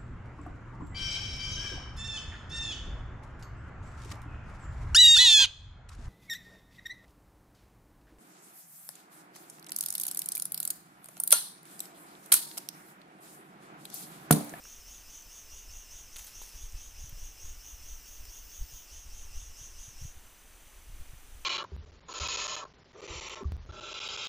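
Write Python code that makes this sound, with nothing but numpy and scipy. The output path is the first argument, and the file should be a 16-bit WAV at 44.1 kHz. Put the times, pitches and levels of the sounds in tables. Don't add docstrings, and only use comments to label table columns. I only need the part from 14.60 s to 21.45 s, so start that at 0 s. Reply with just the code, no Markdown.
import sys
import numpy as np
from scipy import signal
from scipy.fft import rfft, irfft
from scipy.io import wavfile
from scipy.ndimage import uniform_filter1d

SR = 44100
rng = np.random.default_rng(int(sys.argv[2]) if len(sys.argv) > 2 else 0)


def generate_wav(signal):
    frames = np.transpose(np.atleast_2d(signal))
    scaled = np.clip(frames, -1, 1) * 32767
    pcm = np.round(scaled).astype(np.int16)
    wavfile.write(sys.argv[1], SR, pcm)


N = 302075

# time in seconds, base level in dB.
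THROB_TOPS = [(0.102, -56), (0.33, -56), (0.545, -55.5), (0.758, -56), (0.962, -55), (1.154, -55.5),
              (1.36, -55), (1.58, -55.5), (1.795, -54), (2.007, -55), (2.221, -55.5), (2.432, -56),
              (2.638, -55.5), (2.854, -55.5), (3.079, -55.5), (3.296, -55.5), (3.512, -56.5), (3.751, -55),
              (3.954, -55.5), (4.152, -55.5), (4.365, -56), (4.578, -56.5), (4.802, -55), (5.022, -55.5),
              (5.231, -55.5), (5.447, -56.5)]
# share of the throb (0-1), abdomen lift (0-1), effort in dB.
PUMP_CYCLE = [(0, 0.98, 2.5), (.15, 0.96, 0), (.3, .65, -4), (.45, 0.19, -4.5), (.6, 0.16, -3),
              (.7, 0.18, 1.5), (.8, 0.81, 2), (0.902, 0.89, 1), (1, 1, 1)]
# frequency lowered in Hz, frequency lifted in Hz,
# width of each smoothing stage in Hz, level lowered in dB, level lifted in dB.
BODY_RINGS = [(2780, 2860, 175, -20, -22), (2540, 3160, 380, -12, -15), (2710, 3460, 400, -24.5, -13.5),
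              (5160, 6200, 360, -3, -4), (5810, 6570, 640, -3.5, -0.5), (6830, 7440, 1800, -6, -9.5),
              (7500, 9560, 1740, -13, -12), (12000, 11700, 3100, -10.5, -17.5)]
# frequency in Hz, stage width in Hz, mean level in dB.
LIFTED_RING = (16000, 500, -20.5)
STOP_S, STOP_FADE_S = 5.49, 0.0085
CLICKS_PER_S, RATE_WANDER = 225, .06
WEAK_SIDE, RASP = 0.82, 0.77
REACH_SPREAD, LIFTED_RING_SPREAD_DB = 0.038, 7
LIFT_TILT_DB = 0.35
FOREST_T60_S, FOREST_DB = 0.35, 1.5
PATHS, SWAY_S = 5, .37

CRICKET_HZ, CRICKET_DB = 6050, -70.5
STROKES_PER_S, TRIPLE_START_S = 41.8, 6.138

# first start in seconds, end of starts in seconds, mean tone peak in dB.
CHIRP_RUNS = [(.27, 1.1, -72), (3.44, 4.3, -68), (4.48, 4.55, -72)]
CHIRP_HZ, CHIRP_S, CHIRP_EVERY_S, CHIRP_SPREAD_DB = 4605, .06, .1158, 1.8

# time in seconds, level in dB.
BUZZ_LEVEL = [(0, -60), (2.3, -63), (3.2, -58.5), (3.9, -55.5), (4.21, -55), (4.29, -64), (4.73, -67),
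              (6.85, -72)]
BUZZ_HZ, BUZZ_STAGE_WIDTH_HZ, BUZZ_PER_S = 15060, 2700, 61

# start in seconds, peak in dB, frequency in Hz,
# stage width in Hz, time in seconds for the noise to decay to 1/e.
SNAPS = [(.0393, -36.5, 7600, 4000, 0.0012), (.0524, -47, 12000, 6000, 0.0013),
         (.6225, -41, 7900, 3000, 0.0011), (1.2815, -49, 7900, 3000, 0.00073),
         (1.5608, -31, 3480, 5970, 0.0015), (1.5655, -34, 3080, 4000, 0.0027),
         (1.5655, -34, 9600, 4000, 0.0037), (1.5844, -34, 7500, 4000, 0.0027),
         (1.5915, -39, 2840, 2500, .004), (1.5938, -39, 12200, 6000, 0.0027),
         (1.6272, -38, 13000, 6000, 0.0011), (1.6442, -36, 14100, 3000, 0.0081),
         (1.6664, -36, 8800, 8000, 0.0056), (1.8153, -38.5, 13860, 5070, 0.011),
         (1.8165, -41, 2500, 4000, 0.0048), (1.8911, -36, 10000, 8100, .0007),
         (2.0214, -41, 9740, 4010, .001), (2.1231, -37.5, 7700, 3980, 0.0011),
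         (2.4784, -44, 15100, 1996, 0.0022), (2.4942, -39.5, 13500, 4000, 0.0032),
         (2.595, -42, 12700, 4000, 0.0011), (3.6532, -34.5, 7600, 1510, 0.0012)]
# start in seconds, starting amplitude in dB, frequency in Hz, 60 dB decay in seconds.
KNOCKS = [(1.817, -38.5, 970, 0.0098), (0.054, -40, 1500, 0.006)]
# start in seconds, level before decay in dB, 60 dB decay in seconds.
LEAF_STIRS = [(1.562, -46.5, 0.18), (1.585, -50, 0.98), (1.666, -46, 0.15), (1.815, -51.5, 1.2),
              (2.02, -64, 0.36)]
# frequency in Hz, relative gain in dB.
LEAF_SPECTRUM = [(180, -33), (400, -10), (1300, -2), (3000, -1.5), (6000, 0.5), (9000, 1), (12000, -1),
                 (15500, 0.5)]
STIR_RISE_S, GRAINS_PER_S = 0.0063, 5000

# time in seconds, mean level in dB.
BREEZE_LEVEL = [(0, -54.5), (.8, -56), (1.0, -49), (1.3, -49), (1.6, -49), (1.75, -54), (2.0, -47),
                (2.6, -45.5), (3.1, -48), (3.5, -48.5), (4.2, -50.5), (4.5, -46.5), (5.3, -47),
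                (5.6, -50.5), (5.7, -59.5), (6.05, -54), (6.3, -50.5), (6.85, -50.5)]
# frequency in Hz, relative gain in dB.
RUMBLE_SPECTRUM = [(4, -13), (9, 2.5), (25, 2.5), (45, -4.5), (65, -8), (100, -19), (150, -32), (260, -51)]
# time of the top in seconds, level added there in dB.
GUSTS = [(.68, -49), (.92, -47.5), (1.16, -52), (2.15, -38), (2.29, -59), (2.44, -49), (2.859, -46),
         (3.321, -41), (3.62, -44), (3.758, -57), (4.022, -34.5), (4.14, -41.5), (4.772, -38), (4.9, -48),
         (5.02, -54), (5.44, -34.5), (5.57, -45.5), (6.41, -34.5)]
# start in seconds, peak in dB.
BUFFETS = [(2.436, -41.5), (2.522, -39.5), (4.019, -46), (4.118, -52), (4.774, -50), (5.01, -47),
           (5.278, -42.5), (5.414, -37.5), (5.445, -31.5), (6.293, -47.5), (6.391, -58), (6.529, -43)]
GUST_S, BUFFET_S = 0.016, 0.01518

# frequency in Hz, relative gain in dB.
AIR_SPECTRUM = [(60, -6), (250, -0.5), (500, -3), (1000, -3), (2000, -4), (3000, -4), (4200, -9.5),
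                (5400, -9.5), (6500, -6.5), (7600, -6.5), (9500, -6), (11000, -10.5), (12300, -11),
                (13500, -11), (15300, -8.5)]
AIR_DB = -57.5

EDGE_HZ = 15500


def gain_of(db):
    return 10 ** (np.asarray(db) / 20)


def evened(x):
    return x / np.sqrt(np.mean(x ** 2) + 1e-20)


def curve(rows):
    return np.interp(np.arange(N) / SR, *np.transpose(rows))


def colour(x, spectrum):
    hz = np.fft.rfftfreq(N, 1 / SR)
    table_hz, table_db = np.transpose(spectrum)
    db = np.interp(np.log(hz + 1), np.log(table_hz + 1), table_db)
    return evened(irfft(rfft(x) * gain_of(db), N))


def drift(size):
    once = uniform_filter1d(rng.standard_normal(N), size)
    return evened(uniform_filter1d(once, size))


def add(mix, s, sound):
    part = mix[round(s * SR):][:len(sound)]
    part += sound[:len(part)]


def resonate(x, hz, width):
    turn = np.exp(2j * np.pi * np.cumsum(hz * np.ones(len(x))) / SR)
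    r = np.exp(-np.pi * width / SR)
    smooth = signal.lfilter([(1 - r) ** 2], [1, -2 * r, r * r], x / turn + 1e-18)
    return 2 * (turn * smooth).real


def forest(x):
    t = np.arange(SR // 2) / SR
    turn = np.arange(N) / SR / SWAY_S
    out = x.copy()
    for k in range(PATHS):
        tail = rng.standard_normal(len(t)) * gain_of(-60 * t / FOREST_T60_S)
        tail *= t > .004
        from_top = (turn - k + PATHS / 2) % PATHS - PATHS / 2
        share = np.maximum(np.cos(np.pi * np.clip(from_top, -1, 1) / 2), 0)
        scattered = signal.fftconvolve(x * share, tail / np.linalg.norm(tail))[:N]
        out += gain_of(FOREST_DB) * scattered
    return out


def cicada():
    t = np.arange(N) / SR
    s, throb_db = np.transpose(THROB_TOPS)
    level_db = np.interp(t, s, throb_db)
    reach = np.interp(t, s, 1 + REACH_SPREAD * rng.standard_normal(len(s)))
    ring_chance_db = np.interp(t, s, LIFTED_RING_SPREAD_DB * rng.standard_normal(len(s)))

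    turns = np.interp(t, [s[0] - .22, *s, s[-1] + 0.35], np.arange(len(s) + 2))
    share, *pump = np.transpose(PUMP_CYCLE)
    lift, effort_db = (uniform_filter1d(np.interp(turns % 1, share, c), size=600) for c in pump)

    wander = RATE_WANDER * drift(size=3000) + .06 * (.3 + lift) * drift(size=100)
    beats = np.cumsum(CLICKS_PER_S * (1 + wander)) / SR
    clicks = np.diff(np.floor(beats), prepend=0) * np.where(beats % 2 < 1, 1, WEAK_SIDE)
    ribs = rng.standard_normal(N) * (1.1 + np.exp(-(beats % 1) / 0.37))
    drive = evened(clicks) + RASP * (1.06 + lift) * evened(ribs)

    body = np.zeros(N)
    for hz0, hz1, width, db0, db1 in BODY_RINGS:
        ring = resonate(drive, hz0 + (hz1 - hz0) * lift * reach, width)
        body += gain_of(db0 + (db1 - db0) * lift) * evened(ring)
    hz, width, db = LIFTED_RING
    body += gain_of(db + ring_chance_db) * lift ** 4 * evened(resonate(drive, hz, width))

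    fade = np.clip((STOP_S - t) / STOP_FADE_S, 0, 1)
    song_db = level_db + effort_db + LIFT_TILT_DB * (lift - 0.5)
    return forest(gain_of(song_db) * body * fade)


def cricket():
    strokes = (np.arange(N) / SR - TRIPLE_START_S) * STROKES_PER_S
    pulse = abs(np.sin(np.pi * strokes)) ** 2.3
    pulse *= np.where(strokes % 3 < 2, 1, .45) * gain_of(drift(size=1500))
    note = np.sin(2 * np.pi * np.cumsum(CRICKET_HZ + 30 * drift(size=300)) / SR)
    return gain_of(CRICKET_DB) * evened(note * pulse)


def chirps():
    out, t = np.zeros(N), np.arange(0, CHIRP_S, 1 / SR)
    swell = np.sqrt(abs(np.sin(np.pi * t / CHIRP_S)))
    for first, end, db in CHIRP_RUNS:
        for s in np.arange(first, end, CHIRP_EVERY_S):
            tone = np.sin(2 * np.pi * CHIRP_HZ * t)
            breath = evened(resonate(rng.standard_normal(len(t)), CHIRP_HZ, 150))
            level = gain_of(db + CHIRP_SPREAD_DB * rng.standard_normal())
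            add(out, s, level * (tone + 0.87 * breath) * swell)
    return out


def buzz():
    rasp = 1 + 0.12 * np.cos(2 * np.pi * BUZZ_PER_S * np.arange(N) / SR)
    hiss = resonate(rng.standard_normal(N) * rasp, BUZZ_HZ, BUZZ_STAGE_WIDTH_HZ)
    return gain_of(curve(BUZZ_LEVEL)) * evened(hiss)


def snaps_and_knocks():
    out, t = np.zeros(N), np.arange(3000) / SR
    for s, db, hz, width, decay_s in SNAPS:
        burst = rng.standard_normal(len(t)) * np.exp(-t / decay_s)
        crack = resonate(burst, hz, width) + 0.19 * burst
        add(out, s, gain_of(db) * crack / abs(crack).max())
    for s, db, hz, t60 in KNOCKS:
        add(out, s, gain_of(db - 60 * t / t60) * np.sin(2 * np.pi * hz * t))
    return out


def leaves():
    grains = (rng.random(N) < GRAINS_PER_S / SR) * rng.choice([-1., 1.], N)
    grains *= gain_of(1.6 * np.minimum(rng.exponential(1, N), 4))
    stirred, since = np.zeros(N), np.arange(SR) / SR
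    for s, db, t60 in LEAF_STIRS:
        rise = np.minimum(since / STIR_RISE_S, 1)
        add(stirred, s, rise * gain_of(db - 60 * since / t60))
    return stirred * colour(grains, LEAF_SPECTRUM)


def breeze():
    t = np.arange(N) / SR
    lumps = rng.standard_normal(N) * gain_of(2.2 * drift(size=900))
    level = gain_of(curve(BREEZE_LEVEL) + 2.1 * drift(size=2500))
    for s, db in GUSTS:
        level += gain_of(db) * np.exp(-((t - s) / GUST_S) ** 2)
    out = level * colour(lumps, RUMBLE_SPECTRUM)
    u = np.linspace(-3, 3, int(BUFFET_S * SR))
    push = (1 - u ** 2) * np.exp(-u ** 2 / 2)
    for s, db in BUFFETS:
        add(out, s, gain_of(db) * push)
    return out


def air():
    return gain_of(AIR_DB + 0.36 * drift(size=5000)) * colour(rng.standard_normal(N), AIR_SPECTRUM)


def scene():
    near = cicada() + snaps_and_knocks() + leaves()
    far = cricket() + chirps() + buzz()
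    return np.tile(near + far + breeze() + air(), (2, 1))


def record(dry):
    heard = signal.sosfilt(signal.butter(2, 300, "high", fs=SR, output="sos"), dry[0])
    power = uniform_filter1d(heard ** 2, size=15000)
    over_db = np.maximum(10 * np.log10(power + 1e-12) + 58, 0)
    ducked = dry / gain_of(0.14 * over_db)
    low_pass = signal.firwin(1023, EDGE_HZ, window=("kaiser", 9), fs=SR)
    return signal.oaconvolve(ducked, low_pass[None], "same")


dry = scene()
out = record(dry)
generate_wav(out)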